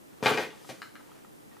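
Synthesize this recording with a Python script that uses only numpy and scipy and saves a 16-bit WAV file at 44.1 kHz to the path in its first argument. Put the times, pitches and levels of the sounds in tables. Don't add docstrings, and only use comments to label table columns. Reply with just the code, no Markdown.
import sys
import numpy as np
from scipy import signal
from scipy.fft import rfft, irfft
from scipy.io import wavfile
from scipy.ndimage import uniform_filter1d

SR = 44100
rng = np.random.default_rng(int(sys.argv[2]) if len(sys.argv) > 2 else 0)


def invert_db(x):
    u = np.asarray(x, float) / 20
    return 10 ** u


def dump_mix(stems):
    frames = np.atleast_2d(stems).T
    limited = np.clip(frames, -1, 1)
    pcm = np.round(limited * 32767).astype(np.int16)
    wavfile.write(sys.argv[1], SR, pcm)


N = 70560


def curve(table, at, log=False):
    points = np.array(table, float)
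    if log:
        return np.interp(np.log(at + 1), np.log(points[:, 0] + 1), points[:, 1])
    return np.interp(at, points[:, 0], points[:, 1], -200, -200)


def colour(x, *tables):
    hz = np.arange(len(x) // 2 + 1) * SR / len(x)
    gain_db = sum(curve(table, hz, True) for table in tables)
    shaped = irfft(rfft(x) * invert_db(gain_db), len(x))
    table_rms = np.sqrt(np.mean(invert_db(2 * curve(tables[0], hz, True))))
    return shaped / np.std(x) / table_rms


def strike(events, modes, rise_s, scatter_db, detune, crack_db, cycles):
    crack_s, crack_hz = .0012, 4000
    crack_length = 399
    out = np.zeros(N + SR)
    t = np.arange(SR // 4) / SR
    hz, db, t60 = np.array(modes, float).T[:, :, None]
    t60 = np.minimum(t60, cycles / hz)
    swell = 1 - np.exp(-(t / rise_s) ** 2)
    crack_filter = signal.butter(1, crack_hz, fs=SR)
    for s, peak_db, focus_hz, octaves in events:
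        level_chance, pitch_chance = rng.standard_normal((2, len(modes), 1))
        distance = np.log2(hz / focus_hz) / max(octaves, .2)
        gain = invert_db(db + scatter_db * level_chance - 6 * distance ** 2)
        tones = np.sin(2 * np.pi * hz * (1 + detune * pitch_chance) * t)
        ring = (gain * tones * invert_db(-60 * t / t60)).sum(0)
        ring *= swell / np.sqrt((gain ** 2).sum())
        burst = np.diff(rng.standard_normal(crack_length + 1)) * np.exp(-t[:crack_length] / crack_s)
        ring[:crack_length] += invert_db(crack_db) * signal.lfilter(*crack_filter, burst)
        i = int(s * SR)
        out[i:i + len(t)] += invert_db(peak_db) * ring
    return out[:N]


# (frequency [Hz], level [dB])
HUM_COLOUR = [(55, -18.5), (135, -6), (300, -2), (570, -11), (1500, -18), (4500, -23.5), (10000, -22),
              (15800, -26)]
# (frequency [Hz], side minus mid [dB])
HUM_WIDTH = [(60, 11.5), (200, 5.5), (700, 8.5), (2400, 3.5), (6000, -4.5), (15000, -5)]
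# (frequency [Hz], bandwidth [Hz], level [dB])
DRONES = [(183, 14, -74), (300, 12, -72), (437, 14, -75), (853, 14, -80)]


def hum():
    hum_db = -58
    mid = colour(rng.standard_normal(N), HUM_COLOUR)
    side = colour(rng.standard_normal(N), HUM_COLOUR, HUM_WIDTH)
    hz = np.arange(N // 2 + 1) * SR / N
    noise = rfft(rng.standard_normal(N))
    drones = 0
    for centre_hz, width_hz, db in DRONES:
        resonance = 1 / (1 + ((hz - centre_hz) / width_hz * 2) ** 2)
        drone = irfft(noise * resonance, N)
        drones = drones + invert_db(db) * drone / np.std(drone)
    return invert_db(hum_db) * (mid + side * np.array([[1], [-1]])) + drones


# (time [s], level [dB])
FIDGET_LEVEL = [
    (.05, -76),
    (.19, -59.5),
    (.22, -63),
    (1.1, -62.5),
    (1.17, -57),
    (1.24, -78),
    (1.47, -102),
    (1.52, -61.5),
    (1.6, -65),
]
# (time [s], level [dB])
RATTLE_LEVEL = [
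    (.222, -88),
    (.23, -32.5),
    (.27, -25.5),
    (.33, -34.5),
    (.37, -38),
    (.43, -35.5),
    (.47, -81),
    (.55, -62),
    (.62, -77.5),
]
# (frequency [Hz], level [dB])
COLLISION_COLOUR = [(120, -32), (200, -19), (503, -2.5), (591, -13.5), (880, -12.5), (1040, -7.5),
                    (2600, -15), (15000, -35)]


def rattle():
    per_s, spread_db = 810, 2.5
    t = np.arange(N) / SR
    happens = rng.random(N) < per_s / SR
    size = invert_db(spread_db * rng.exponential(size=N))
    collisions = happens * size * rng.choice([-1, 1], N)
    level = invert_db(curve(RATTLE_LEVEL, t)) + invert_db(curve(FIDGET_LEVEL, t))
    return colour(collisions, COLLISION_COLOUR) * level


TABLE_TOUCH = dict(rise_s=.0003, scatter_db=1., detune=.025, crack_db=-28, cycles=26)
# (time [s], peak [dB], loudest region [Hz], its width [octaves])
TABLE_KNOCKS = [(.2065, -41, 450, 0.64), (.2268, -16, 400, 2.8), (.231, -26, 395, 1.9),
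                (.2592, -10, 544, 0.67), (.3105, -19.5, 350, 0.31), (.3132, -13.5, 395, 1.3),
                (.329, -33.5, 450, 1.3), (.344, -21.5, 483, 1.4), (.359, -30.5, 392, 1.7),
                (.3765, -22.5, 690, 0.74), (.3815, -22.5, 540, 0.54), (.391, -21, 490, 0.56),
                (.397, -23.5, 510, 0.27), (.406, -32, 580, 0.2), (.4115, -32, 496, 0.66),
                (.422, -25.5, 484, 0.56), (.434, -30.5, 460, 1.1), (.449, -37, 460, 0.47),
                (.461, -56, 480, .7), (.470, -45.5, 450, 0.96), (.6915, -31.5, 453, 2.3),
                (.694, -33, 260, 0.35), (.697, -30, 617, 1.6), (.7005, -34.5, 600, 0.36),
                (.7045, -40.5, 300, 0.95), (.709, -42, 298, 0.42)]
# (frequency [Hz], level [dB], t60 [s])
TABLE_MODES = [(176, -1, 0.083), (270.4, -6, 0.065), (310.6, -12, 0.11), (377, -21.5, 0.073),
               (447, 4.5, 0.048), (511.5, -6, 0.077), (636, -4.5, 0.042), (763.4, -4, 0.05)]


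def knocks():
    return strike(TABLE_KNOCKS, TABLE_MODES, **TABLE_TOUCH)


# (time [s], peak [dB], loudest region [Hz], its width [octaves])
LANDINGS = [
    (.2268, -34, 131, 1.6),
    (.259, -32.5, 131, 1.5),
    (.3105, -53, 131, 1.3),
    (.692, -41, 131, 1.5),
]
# (frequency [Hz], level [dB], t60 [s])
TABLE_TOP_MODES = [(94, -24, 0.037), (131, 0, 0.34)]


def thumps():
    return strike(LANDINGS, TABLE_TOP_MODES, **TABLE_TOUCH)


# (time [s], peak [dB], loudest region [Hz], its width [octaves])
CASE_BLOWS = [(.2268, -20, 4000, 2), (.2335, -53, 1800, 1.9), (.2588, -2, 1900, 1.53),
              (.2602, -7, 2400, 0.27), (.2615, -20.5, 880, 0.25), (.2662, -12.5, 4380, 0.17),
              (.270, -13.5, 1100, 0.27), (.2705, -13, 2400, 0.55), (.275, -23, 1900, 1.2),
              (.2795, -29, 2460, 0.71), (.284, -14, 1350, .5), (.288, -23, 1100, 1.1),
              (.292, -17, 2900, 0.22), (.2995, -31, 3000, 1.2), (.337, -18, 2900, 0.32),
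              (.3748, -9, 2400, 1.16), (.3775, -21, 840, 0.31), (.380, -23, 1770, 1.05),
              (.386, -19, 1480, 1.5), (.403, -21, 2770, 1.1), (.412, -35, 2970, 0.35),
              (.422, -23, 2500, 0.8), (.435, -24.5, 2180, 0.62), (.449, -27, 2110, 0.19),
              (.455, -54, 2300, 1.5), (.505, -33.5, 3050, 0.13), (.529, -39.5, 1100, 0.31),
              (.691, -28.5, 4500, 6), (.6975, -27, 4940, 1.1), (.7005, -28, 2920, 0.35),
              (.711, -35, 1900, 0.24)]
# (frequency [Hz], level [dB], t60 [s])
CASE_MODES = [(880, 7.5, 0.06), (1163, -2, 0.029), (1330, -5, 0.04), (1568, 3, 0.03), (1960, 0.5, 0.025),
              (2113, 4, 0.011), (2423, 4.5, 0.018), (2834, -2, 0.015), (3337, -1, 0.02), (3550, -9, .02),
              (4100, 0.5, .02), (4490, -1.5, 0.02), (5100, -23, 0.012), (6260, 0.5, 0.012)]


def blows():
    return strike(CASE_BLOWS, CASE_MODES, rise_s=.0002, scatter_db=1., detune=.009, crack_db=-23, cycles=40)


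# (time [s], level [dB])
BRUSH_LEVEL = [
    (.54, -64),
    (.62, -61.5),
    (.685, -53),
    (.70, -45),
    (.72, -60),
    (.745, -70),
    (.79, -65),
    (.85, -58.5),
]
# (frequency [Hz], level [dB])
BRUSH_COLOUR = [(300, -11), (1500, 0), (5000, 4.5), (10000, 0), (15000, -7)]


def brush():
    t = np.arange(N) / SR
    return colour(rng.standard_normal(N), BRUSH_COLOUR) * invert_db(curve(BRUSH_LEVEL, t))


# (time [s], peak [dB], loudest region [Hz], its width [octaves])
FINGER_CREAKS = [(.613, -46, 850, 0.29), (.645, -41, 1210, 0.7), (.649, -38, 850, 0.5),
                 (1.001, -43.5, 1280, 0.33), (1.008, -43, 850, 0.27), (1.091, -43, 850, 0.32),
                 (1.116, -55, 3200, 0.19), (1.1155, -41, 1160, 0.35), (1.133, -61, 1270, 0.46),
                 (1.16, -57, 1190, 0.46), (1.2465, -39.5, 1200, 0.75), (1.37, -73, 850, 0.42),
                 (1.513, -54.5, 2500, 0.76), (1.5655, -40.5, 1100, 1.5)]
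# (frequency [Hz], level [dB], t60 [s])
SHELL_MODES = [(850, 13.5, 0.022), (1060, -5, 0.02), (1270, 12, 0.022), (1900, 3.5, 0.041),
               (3200, -21, 0.027)]


def creak():
    slip_s, slip_db = .004, -17
    length = 600
    slips = rng.standard_normal(length) * (rng.random(length) < .05)
    trail = slips * np.exp(-np.arange(length) / SR / slip_s) * invert_db(slip_db)
    first = strike(FINGER_CREAKS, SHELL_MODES, rise_s=.0016, scatter_db=.6, detune=.008, crack_db=-36, cycles=80)
    return signal.lfilter(np.append(1, trail), 1, first)


# (time [s], peak [dB], loudest region [Hz], its width [octaves])
LID_CLICKS = [
    (.8183, -18, 1900, 4.7),
    (.9545, -26.5, 1900, 1.4),
]
# (frequency [Hz], level [dB], t60 [s])
LID_MODES = [(1100, -31, 0.011), (1344, -7, 0.04), (1570, 8, 0.0072), (1986, -9.5, 0.034),
             (2400, -19, 0.045), (2940, -11.5, 0.033), (3980, -14, 0.022), (4160, -10.5, 0.02),
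             (4860, -12, 0.016), (5390, -14, 0.013)]


def clicks():
    return strike(LID_CLICKS, LID_MODES, rise_s=.0004, scatter_db=.6, detune=.004, crack_db=-15, cycles=130)


# (frequency [Hz], t60 [s])
ROOM_DECAY = [(125, 0.64), (350, 0.29), (1000, 0.25), (2500, 0.24), (6000, 0.34), (12000, 0.18)]
# (frequency [Hz], level [dB])
TAIL_COLOUR = [(100, -17.5), (250, -0.5), (500, 0.5), (4000, 0.5), (12000, 0.5)]
# (frequency [Hz], side minus mid [dB])
TAIL_WIDTH = [(100, -5), (300, -14.5), (1000, -6), (5000, -8.5), (9000, -4.5), (14000, -1)]
# (delay [s], left level [dB], right level [dB])
WALL_ECHOES = [(.0042, -9, -8), (.008, -5, -6), (.0096, -9, -11), (.013, -10, -9)]


def room(x):
    room_db, rise_s, even_hz, pan_db = -1, .006, 50, 4.5
    t = np.arange(SR // 2) / SR
    hz = np.arange(len(t) // 2 + 1) * SR / len(t)
    noise = rfft(rng.standard_normal((2, len(t))))
    tail = 0
    for k, (_, t60) in enumerate(ROOM_DECAY):
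        band = [(f, j == k) for j, (f, _) in enumerate(ROOM_DECAY)]
        tail = tail + irfft(noise * curve(band, hz, True), len(t)) * invert_db(-60 * t / t60)
    rise = 1 - np.exp(-(t / rise_s) ** 2)
    tone = rfft(tail * rise)
    smooth = np.sqrt(uniform_filter1d(abs(tone) ** 2, size=even_hz // 2))
    tone = tone * invert_db(curve(TAIL_COLOUR, hz, True)) / smooth
    tail = irfft(tone, len(t)) * rise * (t < t[-1] * .9)
    tail *= invert_db(room_db) / np.sqrt((tail[0] ** 2).sum())
    side = irfft(rfft(tail[1]) * invert_db(curve(TAIL_WIDTH, hz, True)), len(t))
    answer = tail[0] + side * np.array([[1], [-1]])
    answer[:, 0] += invert_db(np.array([pan_db, -pan_db]) / 2)
    for s, left_db, right_db in WALL_ECHOES:
        answer[:, int(s * SR)] += invert_db(np.array([left_db, right_db]))
    return signal.fftconvolve(x[None], answer, axes=1)[:, :N]


def scene():
    low_cut_hz, creak_room_db, room_send_db = 112, -10, -5
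    hits = rattle() + knocks() + thumps() + blows() + brush() + clicks()
    hits = signal.sosfilt(signal.butter(5, low_cut_hz, "high", fs=SR, output="sos"), hits)
    creaks = creak()
    return invert_db(room_send_db) * room(hits + invert_db(creak_room_db) * creaks) + creaks + hum()


def top_cut(x):
    return signal.sosfilt(signal.butter(12, 16000, fs=SR, output="sos"), x)


def record(dry):
    ceiling, top_hz = .55, 15450
    rounded = ceiling * np.tanh(dry / ceiling)
    mix = signal.sosfilt(signal.ellip(10, .2, 60, top_hz, fs=SR, output="sos"), rounded)
    return top_cut(mix)


dry = scene()
out = record(dry)
dump_mix(out)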